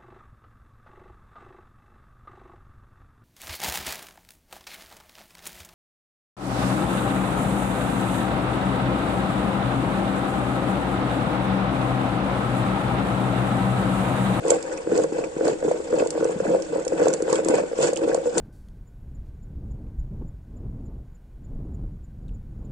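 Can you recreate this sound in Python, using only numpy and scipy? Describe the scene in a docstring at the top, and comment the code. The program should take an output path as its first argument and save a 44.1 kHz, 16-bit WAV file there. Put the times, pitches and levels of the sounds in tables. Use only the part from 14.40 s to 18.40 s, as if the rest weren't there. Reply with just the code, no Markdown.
"""Churning in a steel pot

A wooden stick spins back and forth in thick liquid, about four strokes a second. Each stroke
drags air under: big pockets gulp and boom in the pot, smaller bubbles squelch and froth crackles.
Flung drops tick against the steel, which rings faintly; a quiet kitchen lies around it."""
import sys
import numpy as np
from scipy import signal
from scipy.fft import rfft, irfft
from scipy.io import wavfile

SR = 44100
rng = np.random.default_rng(int(sys.argv[2]) if len(sys.argv) > 2 else 0)


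def put_to_file(sound):
    """Save the sound as 16-bit audio at rate SR, in the file named by the first command-line argument."""
    columns = np.atleast_2d(sound).T  # one column per channel
    safe = np.clip(columns, -1, 1)
    whole_steps = np.round(safe * 32767)
    wavfile.write(sys.argv[1], SR, whole_steps.astype(np.int16))


N = 176400  # four seconds

# Air pockets closing behind the stick: t/s, level/dB, f/Hz
AIR_POCKETS = [(0.05, -14, 490), (0.0634, -16.5, 470), (0.105, -9, 515.0), (0.1194, -6.5, 520),
               (0.165, -18, 494), (0.473, -15.0, 370), (0.519, -9.5, 385), (0.5301, -12, 333),
               (0.554, -13.5, 372.0), (0.588, -11, 475.0), (0.5993, -10.5, 470), (0.6421, -11.5, 480),
               (0.724, -14.5, 360), (0.786, -15.5, 512), (0.8396, -14.5, 420), (0.966, -15, 350),
               (1.0095, -10.5, 448), (1.0534, -13.5, 487), (1.0721, -9.5, 470), (1.0838, -9, 590),
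               (1.098, -16.5, 393.0), (1.131, -19.5, 477), (1.227, -14.0, 545), (1.2488, -12.5, 384),
               (1.2827, -10.5, 427), (1.3131, -9, 600), (1.402, -17.0, 412), (1.528, -8.5, 440),
               (1.5404, -12, 510), (1.6053, -11, 387), (1.6233, -6.5, 508), (1.661, -13, 488.0),
               (1.753, -17, 515.0), (1.7765, -14.5, 523), (1.8097, -15.5, 404.0), (1.826, -11, 455),
               (1.8529, -11, 462.0), (1.8949, -14.5, 467), (1.959, -22, 195), (2.0022, -11, 483),
               (2.02, -25, 182), (2.0528, -16.5, 610), (2.079, -19.5, 198), (2.093, -14, 404),
               (2.1143, -13, 453), (2.1361, -12.5, 487), (2.148, -7.5, 564), (2.1653, -21, 424),
               (2.3306, -14.5, 434), (2.359, -14.0, 478), (2.3817, -16.5, 470), (2.4669, -17, 510),
               (2.5223, -11.5, 510), (2.5338, -11.5, 350), (2.601, -12, 414), (2.6178, -8, 487),
               (2.6572, -10, 501.0), (2.6693, -5, 577), (2.6817, -11.5, 390), (2.7428, -16.5, 520),
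               (2.8041, -15.5, 463), (2.824, -12.5, 390), (2.853, -23, 370), (2.88, -12.5, 475.0),
               (2.9273, -8, 460), (2.9904, -12.5, 550), (3.0012, -15.5, 472), (3.0604, -12, 372.0),
               (3.0854, -12.5, 520), (3.098, -10.5, 310), (3.139, -6.5, 448), (3.1847, -12, 584),
               (3.1999, -13, 445), (3.2362, -14.5, 450.0), (3.315, -18, 468), (3.3319, -17.5, 473),
               (3.3883, -9.5, 458), (3.4079, -14, 510), (3.432, -14, 440), (3.443, -13, 501.0),
               (3.4887, -13, 490), (3.5296, -14.5, 533), (3.6179, -13, 420), (3.6393, -15.5, 462.0),
               (3.6769, -11.5, 442), (3.6964, -13, 460), (3.7481, -9, 573), (3.7768, -15, 435),
               (3.8581, -16.5, 510), (3.8706, -17, 446), (3.9707, -14.5, 466)]
# How the air in the pot boosts or weakens each pitch: f/Hz, left/dB, right/dB
POT_COLOUR = [(60, -13, -19), (138, -11.5, -13.5), (161.5, -7, -9), (222, -9, -12.5), (289, -4.5, -9.5),
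              (320, 3.5, -1.5), (369, -14, -18), (437.3, -2, -2.5), (499, 2, 2), (538, 5, 3),
              (560, -4, 1.5), (588, -16.5, -4.5), (736, -12.5, -11.5), (1160, -4, -5), (2960, -27.5, -40)]
# The bright tone of froth and drops: f/Hz, left/dB, right/dB
FROTH_COLOUR = [(1000, -11.5, -4), (2570, -11.5, -7.5), (4300, -13.5, -9.5), (4180, -9.5, -6.5),
                (6150, -2.5, -1.5), (7050, 1.5, 7), (7860, 5, 6), (8830, 3, -10), (8780, 2.5, 3.5),
                (10150, -17, -30.5), (13700, -56, -50)]
POT_LEFT_DELAY_S = 0.00023  # the pot's boom reaches the right ear first


def gulps():
    """Big air pockets close with a round pop that sets the air in the pot booming."""
    out = np.zeros((2, N))
    t = np.arange(SR // 25) / SR
    pot = colour(POT_COLOUR, POT_LEFT_DELAY_S, depth=0.63)
    glides = rng.normal(-0.013, 0.032, len(AIR_POCKETS))  # pitch slides a little, more often down
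    for (start, db, hz), glide in zip(AIR_POCKETS, glides):
        age = t * hz / 1.45  # the pop fades within a few vibrations
        pitch = hz * np.exp(glide * (np.minimum(age, 10) - 1))
        envelope = np.tanh(t * hz / 0.4) * np.exp(-age ** 2 / 2)
        pop = envelope * np.sin(2 * np.pi * np.cumsum(pitch) / SR)
        boom = convolve_boom = signal.fftconvolve(pop[None], pot, axes=1)
        add(out, start, boom * amp(db) / abs(boom).max())
    return out


def plips():
    """Air pockets tear open with a tiny note: one just before every gulp, and a few on their own."""
    # Single clear plips: t/s, level/dB, f/Hz
    lone_plips = [(0.379, -29, 2350), (.638, -25, 1450), (0.8387, -23.5, 2370), (1.5977, -22.5, 2420),
                  (2.067, -23, 1480), (2.597, -24, 1490), (2.93, -16, 1020), (3.566, -20.5, 2870),
                  (3.716, -23, 1570)]
    out = np.zeros((2, N))
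    for start, db, _ in AIR_POCKETS:
        tear = stereo_bubble(rng.uniform(833, 1600), cycles=0.67, glide=0.0087, apart_s=0.00079)
        add(out, start - 0.002064, amp(db - 16) * tear)
    for start, db, hz in lone_plips:
        plip = stereo_bubble(hz, cycles=1.19, glide=0.0087, apart_s=0.00079)
        add(out, start, amp(db - 2.5) * plip)
    return out


def slosh():
    """Smaller air pockets and deep squelches crowd into each stroke and sound through the pot."""
    pot = colour(POT_COLOUR, POT_LEFT_DELAY_S)
    small = swarm(per_s=700, band_hz=(286.5, 724), cycles=1.27, glide=0.056, spread_db=0.86,
                  apart_s=0.00029)
    deep = swarm(per_s=250, band_hz=(138.8, 237), cycles=0.73, glide=0.038, spread_db=3.5,
                 apart_s=0.0001)
    small = unit(convolve(small, pot)) * stroke_level("slosh", fall_db=14, rest_db=-41.5)
    deep = unit(convolve(deep, pot)) * stroke_level("slosh", fall_db=8.5, rest_db=-47)
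    return amp(3) * small + amp(-14.5) * deep


def splash():
    """Small pockets of air smack at the surface on each stroke."""
    # The tone of the splash: f/Hz, left/dB, right/dB
    splash_colour = [(298, 2.5, -19), (690, 0.5, -9), (1004, 3.5, 1.5), (1210, 2.5, 2.5), (1590, 3.5, 2),
                     (1860, -1.5, 0), (2650, 0.5, 2), (2880, -7, -12.5), (5000, -7, -15)]
    smacks = swarm(per_s=1500, band_hz=(750.4, 5080), cycles=3.2, glide=-0.017, spread_db=0.5,
                   apart_s=0.0009)
    smacks = unit(convolve(smacks, colour(splash_colour)))
    return amp(1.77) * smacks * stroke_level("splash", fall_db=16, rest_db=-53)


def froth():
    """Tiny bubbles burst in the foam; the smaller a bubble, the higher its note."""
    fizz = swarm(per_s=2800, band_hz=(2500, 9730), cycles=1.54, glide=0.02, spread_db=3.5,
                 apart_s=0.00034)
    fizz = unit(convolve(fizz, colour(FROTH_COLOUR)))
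    return amp(3.5) * fizz * stroke_level("froth", fall_db=19, rest_db=-56)


def stroke_level(layer, fall_db, rest_db):
    """A layer swells as the stick speeds up and sinks towards rest_db as it slows."""
    # Strokes: fastest moment/s, speeding up/s, slowing down/s, slosh/dB, splash/dB, froth/dB
    strokes = [(.11, 0.098, 0.09, -25, -37.5, -43.5), (.32, 0.16, 0.12, -34.5, -43.5, -55),
               (0.578, 0.12, 0.091, -23.5, -40, -46.5), (0.803, .1, 0.085, -27.5, -44.5, -53.5),
               (1.071, 0.1, 0.092, -25.5, -40.5, -45.5), (1.291, 0.099, 0.14, -27, -46, -52),
               (1.598, .12, 0.07, -24, -39, -44), (1.84, 0.17, 0.18, -29.5, -43, -51.5),
               (2.099, .13, 0.13, -24.5, -41, -50), (2.372, 0.093, 0.083, -30, -44, -51),
               (2.654, .15, .13, -25, -38.5, -47), (2.944, 0.12, 0.097, -27.5, -36.5, -44),
               (3.144, 0.13, 0.12, -24, -36.5, -44), (3.441, 0.075, 0.081, -22, -35.5, -36),
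               (3.699, 0.19, 0.15, -27.5, -43, -50.5), (3.866, 0.034, 0.047, -29, -50, -48),
               (3.995, 0.067, .13, -23.5, -38, -39)]
    column = ("slosh", "splash", "froth").index(layer)
    t = np.arange(N) / SR
    power = amp(rest_db) ** 2
    for fastest, rise_s, fall_s, *levels_db in strokes:
        away = (t - fastest) / np.where(t < fastest, rise_s, fall_s)
        power = power + amp(levels_db[column] - fall_db * away ** 2) ** 2
    return np.sqrt(power)


def lurches(below_hz=44, depth_db=2.5):
    """The liquid lurches unevenly within a stroke, so the loudness surges quickly at random."""
    wander = signal.sosfilt(signal.butter(2, below_hz, fs=SR, output="sos"), rng.standard_normal(N))
    return unit(amp(depth_db * np.clip(unit(wander), -2, 2)))


def bubble(hz, cycles, glide, late_s=0, size=1600):
    """A bubble rings, peaking after `cycles` vibrations; a positive glide bends its pitch up."""
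    t = np.maximum(np.arange(size) / SR - late_s, 0)
    age = t * hz / cycles
    pitch = hz * (t > 0) * np.exp(glide * np.minimum(age, 10))
    return age * np.exp(1 - age) * np.sin(2 * np.pi * np.cumsum(pitch) / SR)


def stereo_bubble(hz, cycles, glide, apart_s):
    """One bubble reaches each ear at its own moment, up to apart_s late."""
    return np.array([bubble(hz, cycles, glide, late) for late in apart_s * rng.random(2)])


def swarm(per_s, band_hz, cycles, glide, spread_db, apart_s, pitches=32):
    """A steady crowd of bubbles of mixed pitch and strength, popping at random moments."""
    out = np.zeros((2, N))
    for hz in np.geomspace(*band_hz, pitches):
        starts = rng.random(N) < per_s / pitches / SR
        strength = amp(spread_db * np.minimum(rng.exponential(1, N), np.pi))
        note = stereo_bubble(hz, cycles, glide, apart_s)
        out += signal.oaconvolve((starts * strength)[None], note, axes=1)[:, :N]
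    return unit(out)


def drops(size=1024, rise_s=0.0005, decay_s=0.0027, width_octaves=0.92):
    """Each flung drop hits the wall with a sharp spit of noise and a short ping."""
    # Drops landing: t/s, level/dB, left minus right/dB, f/Hz
    landings = [(0.081, -24.5, 4, 9200), (0.1018, -14, 7.5, 7340), (0.105, -13, -12, 7340),
                (0.226, -28.5, -6, 6030), (0.375, -30, -3, 5670), (0.576, -23, -2, 6660),
                (0.6365, -25, -4, 7740), (1.079, -23.5, 2, 4470), (1.672, -24.5, -3, 7700),
                (1.7048, -19.5, 1, 7700), (1.844, -28, -9, 6080), (2.222, -30.5, -5, 5450),
                (2.45, -30, -5, 7050), (2.479, -24.5, -7.5, 5480), (2.6826, -24.5, -13, 6400),
                (2.7305, -30, -16, 6000), (2.737, -17, -7, 6060), (2.822, -23.5, -1.5, 7200),
                (2.9278, -23.5, -15, 6820), (2.955, -23, -6, 3260), (3.047, -24.5, -1, 8140),
                (3.085, -17.5, 3, 8500), (3.154, -28, -7, 7250), (3.533, -26.5, -6, 7600),
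                (3.559, -25.5, -3, 7470), (3.572, -25.5, -9, 6700), (3.745, -22, -3, 7100),
                (3.9804, -12.5, 7, 5870)]
    out = np.zeros((2, N))
    t = np.arange(size) / SR
    hz = np.fft.rfftfreq(size, 1 / SR)
    wall = colour(FROTH_COLOUR, depth=0.81)
    envelope = np.minimum(t / rise_s, 1) * np.exp(-t / decay_s)
    for start, db, pan_db, pitch in landings:
        burst = rng.standard_normal((2, size)) * envelope
        near_pitch = 1 / (1 + 1j * np.log2((hz + 1) / pitch) / width_octaves)
        spit = irfft(rfft(burst) * near_pitch) * (t < t[-1] / 2)
        spit = convolve(spit, wall)
        ping = amp(-12.5) * bubble(pitch, cycles=6.6, glide=0, size=size)
        tick = spit / abs(spit).max(1, keepdims=True) + ping
        sides_db = np.array([[pan_db], [-pan_db]]) / 2
        add(out, start, tick * amp(db + 3.5 + sides_db))
    return out


def steel_ring(hits):
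    """The steel wall rings at its own notes with whatever strikes it."""
    # Notes of the wall: f/Hz, level/dB, time to fade by 60 dB/s
    wall_notes = [(1356, -7, 0.15), (1870, -13.5, .2), (2203, -0.5, 0.25), (2580, -7.5, 0.14),
                  (2920, -2, 0.12), (4475, 10.5, 0.043), (5530, -12, .12), (7220, -1, 0.19),
                  (8690, 5.5, 0.073)]
    t = np.arange(SR // 3) / SR
    ring = sum(amp(db - 60 * t / fade_s) * np.sin(2 * np.pi * (hz * t + rng.random((2, 1))))
               for hz, db, fade_s in wall_notes)
    return convolve(hits, ring / np.linalg.norm(ring[0]))


def pot_echo(sound):
    """Sound bounces between the close walls of the pot and dies quickly."""
    # Echo length in the pot: f/Hz, time to fade by 60 dB/s
    pot_fade = [(1000, 0.054), (8000, 0.04)]
    return echoes(sound, pot_fade, first_s=0.001)


def kitchen_echo(sound):
    """The kitchen walls are farther off, so their echoes come later and last longer."""
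    # Echo length in the kitchen: f/Hz, time to fade by 60 dB/s
    kitchen_fade = [(150, 0.37), (500, 0.34), (2000, 0.12), (8000, 0.2)]
    return echoes(sound, kitchen_fade, first_s=0.0072)


def background():
    """The quiet kitchen: a low rumble, alike in both ears, under a faint hiss."""
    # The tone of the background: f/Hz, left/dB, right/dB
    kitchen_colour = [(20, -1, -6), (38, 1, -11), (60, 1, -2), (170, -6, -8), (500, -24.5, -12.5),
                      (1520, -8.5, -16), (4240, -20.5, -29), (8260, -24, -14.5), (10540, -33, -40.5),
                      (13300, -62.5, -59.5)]
    noise = rng.standard_normal((2, N))
    keep_lows = signal.butter(1, 300, fs=SR, output="sos")
    noise[1] += signal.sosfilt(keep_lows, noise[0] - noise[1])  # the right takes on the left's lows
    return amp(-49) * unit(convolve(noise, colour(kitchen_colour)))


def echoes(sound, fade_table, first_s):
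    """Scattered reflections begin after first_s; each pitch range fades at its own speed."""
    size = SR // 2
    bounces = rng.standard_normal((2, size)) * (rng.random((2, size)) < 0.08)
    bounces *= np.arange(size) > first_s * SR
    hz, t, bands = signal.stft(bounces, SR, nperseg=256)
    fade = amp(-60 * t / look_up(fade_table, hz)[:, None])
    tail = signal.istft(bands * fade, SR)[1]
    return convolve(sound, tail / np.linalg.norm(tail[0]))


def colour(table, left_delay_s=0, depth=1, size=4096):
    """Turns a tone table into a left and a right filter; depth scales its peaks and dips."""
    hz = np.fft.rfftfreq(size, 1 / SR)
    log_gain = depth * np.log(amp([look_up(table, hz, column=1), look_up(table, hz, column=2)]))
    # Folding makes the filter ring after a hit, not before it (minimum phase).
    folded = irfft(log_gain) * (1 + np.sign(size // 2 - np.arange(size)))
    folded[:, 0] /= 2
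    delay_phase = 2j * np.pi * hz * np.array([[left_delay_s], [0]])
    return irfft(np.exp(rfft(folded) - delay_phase))


def look_up(table, hz, column=1):
    """Reads between a table's rows along a musical (log) frequency scale."""
    columns = np.transpose(table)
    return np.interp(np.log(hz + 1), np.log(columns[0] + 1), columns[column])


def convolve(sound, response):
    """Filters two channels and keeps their length."""
    return signal.fftconvolve(sound, response, axes=1)[:, :sound.shape[1]]


def add(mix, start_s, sound):
    """Adds a stereo sound to the mix at a given time."""
    part = mix[:, max(round(start_s * SR), 0):][:, :sound.shape[1]]
    part += sound[:, :part.shape[1]]


def amp(db):
    """Turns decibels into a multiplier."""
    return 10 ** (np.asarray(db) / 20)


def unit(x):
    """Scales a signal to an average strength (rms) of one."""
    return x / np.sqrt(np.mean(x ** 2) + 1e-20)


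def scene():
    """Liquid, pot and kitchen together; the drops land near the rim and echo little."""
    surge = lurches()
    ticks = drops()
    low = gulps() + slosh()
    mid = surge * splash() + plips()
    fizz = surge * froth()
    ringing = amp(-14) * steel_ring(fizz + ticks) + amp(-16) * steel_ring(mid)
    in_pot = pot_echo(amp(-5.5) * mid + fizz + amp(-14) * ticks)
    bright = mid + fizz + ticks + ringing + in_pot
    in_kitchen = kitchen_echo(amp(-14) * low + amp(-20.5) * bright)
    return low + bright + in_kitchen + background()


def record(dry):
    """Cuts away the highest treble, above 12600 Hz."""
    treble_cut = signal.firwin(255, 12600, window=("kaiser", 8), fs=SR)
    return signal.oaconvolve(dry, treble_cut[None], "same")


dry = scene()
out = record(dry)
put_to_file(out)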